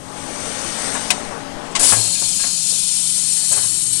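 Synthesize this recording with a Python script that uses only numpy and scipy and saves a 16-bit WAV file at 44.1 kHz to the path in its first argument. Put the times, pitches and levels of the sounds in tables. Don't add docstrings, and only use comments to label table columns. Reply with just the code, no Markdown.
import sys
import numpy as np
from scipy import signal
from scipy.fft import rfft, irfft
from scipy.io import wavfile
from scipy.ndimage import uniform_filter1d, map_coordinates

SR = 44100
rng = np.random.default_rng(int(sys.argv[2]) if len(sys.argv) > 2 else 0)


def transcribe(signal):
    frames = np.atleast_2d(signal).T
    limited = np.clip(frames, -1, 1)
    pcm = np.round(limited * 32767).astype(np.int16)
    wavfile.write(sys.argv[1], SR, pcm)


def voltage_ratio(decibels):
    exponent = np.asarray(decibels, float) / 20
    return 10 ** exponent


N = 176400


def unit(x):
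    return x / np.sqrt(np.mean(x ** 2) + 1e-20)


def along(points, hz):
    f, level = np.transpose(points)
    return np.interp(np.log(hz + 1), np.log(f + 1), level)


def curve(rows):
    return np.interp(np.arange(N) / SR, *np.transpose(rows))


def wobble(rate_hz):
    knots = rng.standard_normal(int(N * rate_hz / SR) + 4)
    return map_coordinates(knots, [np.arange(N) * rate_hz / SR])


def since(start_s):
    return np.maximum(np.arange(N) / SR - start_s, 0)


def add(track, start_s, sound):
    track[round(start_s * SR):][:len(sound)] += sound


def air(spectrum, ports=(), patchy_db=-1.5, streak_db=-1.0):
    hz, _, z = signal.stft(rng.standard_normal(N), SR, nperseg=2048)

    def blur(bins, frames):
        across = uniform_filter1d(rng.standard_normal(z.shape), bins, 0)
        return unit(uniform_filter1d(across, frames, 1))

    lift = sum(db * np.exp(-((hz - centre) / width) ** 2 * 2) for centre, width, db in ports)
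    field = patchy_db * blur(24, 3) + streak_db * blur(2, 70)
    colour = along(spectrum, hz) + lift
    noise = signal.istft(z * voltage_ratio(field + colour[:, None]), SR, nperseg=2048)[1]
    return unit(noise[:N])


def ring(modes, t):
    out = 0
    for hz, db, t60 in modes:
        decay = voltage_ratio(db + rng.normal(0, 2) - 60 * t / abs(t60))
        out = out + decay * np.sin(2 * np.pi * hz * t)
    return out


SHAFT_HZ = 24.6


def orders(rows, wander_db, drift_rad):
    turn = 2 * np.pi * SHAFT_HZ * np.arange(N) / SR
    out = 0
    for multiple, db in rows:
        level = 2 ** .5 * voltage_ratio(db + wander_db * wobble(5.144))
        out = out + level * np.sin(round(multiple) * turn + drift_rad * wobble(14))
    return out


# [f/Hz, level/dB per Hz]
HALL_RUMBLE = [(20, -9), (60, -16.5), (110, -11), (200, -14), (300, -18), (500, -29.5), (1500, -28),
               (3000, -41)]
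# [shaft multiple, level/dB]
HUM_ORDERS = [(4, -60), (5, -56), (6, -58), (7, -47.5), (11, -57.5)]
# [t/s, level/dB]
DRIVE_LEVEL = [(0.0, -43), (0.17, -35.5), (0.32, -34.5), (0.67, -32.5), (0.92, -32), (1.39, -33.5),
               (1.85, -33.5), (2.0, -40), (2.1, -42), (2.21, -46.5), (3.0, -54), (3.58, -47), (3.73, -56),
               (4.0, -53)]
# [f/Hz, level/dB per Hz]
DRIVE_NOISE = [(150, -7.5), (300, -3.5), (700, -2.5), (1200, -5.5), (2200, -13.5), (4000, -17.5),
               (10000, -22), (12300, -92)]
# [shaft multiple, level/dB over its noise]
DRIVE_ORDERS = [(9, -12.5), (11, -10.5), (19, -18), (24, -11.5), (26, -26.5), (32, -16.5), (34, -14)]


def hall():
    whirr = air(DRIVE_NOISE, patchy_db=1.5, streak_db=1.0)
    drive = whirr + orders(DRIVE_ORDERS, wander_db=2.5, drift_rad=1.24)
    rumble = voltage_ratio(-44) * air(HALL_RUMBLE, patchy_db=1.5, streak_db=4.5)
    hum = orders(HUM_ORDERS, wander_db=1.1, drift_rad=1.35)
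    return voltage_ratio(curve(DRIVE_LEVEL) - 0.5) * drive + rumble + hum


def room(x):
    level_db, t60_s, gap_s = -21, 0.17, .008
    t = np.arange(SR // 2) / SR
    tail = rng.standard_normal(len(t)) * voltage_ratio(-60 * t / t60_s) * (t > gap_s)
    return voltage_ratio(level_db) * signal.fftconvolve(x, tail / np.linalg.norm(tail))[:N]


# [t/s, level/dB, t60/s, centre f/Hz, thud level/dB]
CLUNKS = [(.95, -26.5, 0.19, 905, -50), (1.799, -28, 0.13, 800, -43), (1.828, -26, .12, 900, -41),
          (1.921, -17.5, 0.12, 900, -28), (1.965, -32, 0.45, 465, -29), (2.214, -31.5, 0.13, 600, -38),
          (2.394, -34, 0.098, 1560, -58), (2.15, -35, 0.077, 2900, -44), (2.435, -32.5, 0.26, 1120, -52),
          (2.707, -37, 0.25, 430, -43), (3.511, -34, 0.39, 497, -37), (3.523, -35.5, 0.27, 1640, -42),
          (3.566, -33, 0.32, 930, -50), (3.641, -36.5, .12, 920, -36)]
# [f/Hz, level/dB, t60/s]
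FRAME = [(111.3, -1, 0.51), (222, 5.5, 0.055)]
# [f/Hz, level/dB, t60/s]
PLATE = [(528, -3.5, 0.26), (730, 1, 0.14), (933, -1.5, 0.11), (1097, -3, 0.23), (1640, 4.5, 0.23),
         (2390, 6, 0.21), (2530, 7, 0.16)]


def clunks():
    plate_db, rise_s = -7, 0.0016
    wide = 2 ** 0.96
    out, t = np.zeros(N + SR), np.arange(SR // 3) / SR
    for s, db, t60, hz, thud_db in CLUNKS:
        band = signal.butter(2, [hz / wide, hz * wide], "band", fs=SR, output="sos")
        blow = unit(signal.sosfilt(band, rng.standard_normal(len(t)))) * voltage_ratio(-60 * t / t60)
        near = [(f, level - 9 * abs(np.log2(f / hz)), life) for f, level, life in PLATE]
        plate = voltage_ratio(plate_db) * ring(near, t)
        thud = voltage_ratio(thud_db) * ring(FRAME, t)
        add(out, s, (1 - np.exp(-t / rise_s)) * (voltage_ratio(db) * (blow + plate) + thud))
    return out[:N]


# [t/s, level/dB, t60/s, which valve]
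SNAPS = [
    (1.1029, -9.5, 0.082, 1),
    (1.7508, -17, 0.15, 0),
    (1.759, -17, 0.075, 0),
]
# [f/Hz, level/dB, t60/s]
VALVES = [
    [(1068, 6, 0.026), (2750, -13, .05), (3110, 1.5, 0.027), (4900, -14, 0.035), (6300, -6, .04),
     (8300, -14, 0.037)],
    [(737, -16, 0.18), (1010, -7, 0.037), (1496, -11, 0.055), (2130, -6, 0.043), (2504, 4.5, 0.028),
     (5500, -3, 0.035), (9700, -0.5, 0.042)],
]
# [f/Hz, level/dB per Hz]
SNAP_AIR = [(300, -45), (800, -3), (2500, -2.5), (4000, -3), (8000, -0.5), (10300, -11), (11500, -34),
            (16000, -40)]


def valves():
    rise_s = 0.0023
    out, t = np.zeros(N + SR), np.arange(SR // 4) / SR
    rattle = air(SNAP_AIR)[-SR // 4:]
    for s, db, t60, which in SNAPS:
        burst = rattle * voltage_ratio(-60 * t / t60)
        body = 1.08 * ring(VALVES[round(which)], t)
        add(out, s, voltage_ratio(db) * (1 - np.exp(-t / rise_s)) * (burst + body))
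    return out[:N]


# [t/s, level/dB, length/s]
PUFFS = [
    (.934, -30, .03),
    (3.516, -16, .017),
    (3.545, -26, .04),
    (1.648, -47, .02),
    (1.708, -44, .02),
]
# [f/Hz, level/dB per Hz]
PUFF_AIR = [(3000, -50), (6500, -11), (8000, -1.5), (9800, -8), (11000, -28), (12400, -40)]


def puffs():
    rise_s, release_t60_s = 0.0039, .035
    shape, t = np.zeros(N + SR), np.arange(SR // 4) / SR
    for s, db, hold in PUFFS:
        release = voltage_ratio(db - 60 * np.maximum(t - hold, 0) / release_t60_s)
        add(shape, s, release * np.clip(t / rise_s, 0, 1))
    return shape[:N] * voltage_ratio(0.73 * wobble(150)) * air(PUFF_AIR)


BLOW_OPENS_S = 1.79
# [t/s, level/dB]
FILL = [(0, -47), (.17, -39), (.4, -32), (.81, -27.5), (.95, -25.5), (1.1, -31.5), (1.2, -36), (1.4, -46),
        (1.79, -87)]
# [f/Hz, level/dB per Hz]
FILL_AIR = [(700, -17), (1300, -3), (3600, -6.5), (5500, -4.5), (7300, -6.5), (9500, -3), (10600, -11),
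            (12300, -34)]
# [f/Hz, width/Hz, lift/dB]
FILL_PORTS = [(6170, 520, 4.5), (8320, 840, 6.5)]


def cylinder():
    on = np.arange(N) / SR < BLOW_OPENS_S + .05
    flow = voltage_ratio(curve(FILL) + 0.94 * wobble(12.87))
    return on * flow * air(FILL_AIR, FILL_PORTS, patchy_db=1.17, streak_db=2.5)


# [t/s, level/dB]
BLAST = [(1.79, -26), (1.796, -17.5), (1.826, -17), (1.838, -13), (1.925, -14.5), (1.95, -18), (2.0, -22)]
# [f/Hz, level/dB per Hz]
BLAST_AIR = [(500, -24), (1200, -19.5), (3000, -15), (5000, -8.5), (6500, -9.5), (7500, -2.5),
             (10300, -3.5), (11200, -18), (12300, -28)]
# [t/s, level/dB]
BLOW = [(1.97, -26), (2.01, -28), (2.29, -28), (2.65, -28.5), (2.69, -26), (2.88, -28), (3.44, -28.5),
        (3.47, -28), (3.89, -32.5), (4.0, -31.5)]
# [f/Hz, level/dB per Hz]
BLOW_AIR = [(1000, -41.5), (2000, -25), (4000, -11), (6000, -9.5), (7600, -3.5), (10000, -2.5),
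            (10900, -17.5), (12300, -29)]
# [f/Hz, width/Hz, lift/dB]
BLOW_PORTS = [(2240, 58, 4.5), (4310, 150, 6), (4785, 140, 6.5), (5303, 70, 4), (7470, 330, 2),
              (8330, 280, 4), (8500, 150, -5.5), (11800, 320, 3)]


def exhaust():
    rise_s, settles_s, settling_s = 0.0026, 1.93, 0.066
    opening = 1 - np.exp(-since(BLOW_OPENS_S) / rise_s)
    settled = np.clip(since(settles_s) / settling_s, 0, 1)
    rush = voltage_ratio(curve(BLAST)) * air(BLAST_AIR, patchy_db=0.7, streak_db=2.0)
    steady = voltage_ratio(curve(BLOW) + 8.0) * air(BLOW_AIR, BLOW_PORTS, patchy_db=0.25, streak_db=5.0)
    flutter = voltage_ratio(0.58 * wobble(14) + 0.41 * wobble(60))
    return opening * (np.sqrt(1 - settled) * rush + np.sqrt(settled) * flutter * steady)


def scene():
    blows = clunks() + valves()
    left = hall() + room(blows) + blows + puffs() + cylinder() + exhaust()
    return np.array([voltage_ratio(6) * left, np.zeros(N)])


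def band_limit(x):
    return signal.sosfilt(signal.butter(12, 16160, fs=SR, output="sos"), x)


def record(dry):
    mic_top_hz, ceiling, knee = 12400, 0.93, 11
    heard = np.fft.rfftfreq(N, 1 / SR) < mic_top_hz
    x = irfft(rfft(dry) * heard, N)
    limited = x / (1 + np.abs(x / ceiling) ** knee) ** (1 / knee)
    return band_limit(limited)


dry = scene()
out = record(dry)
transcribe(out)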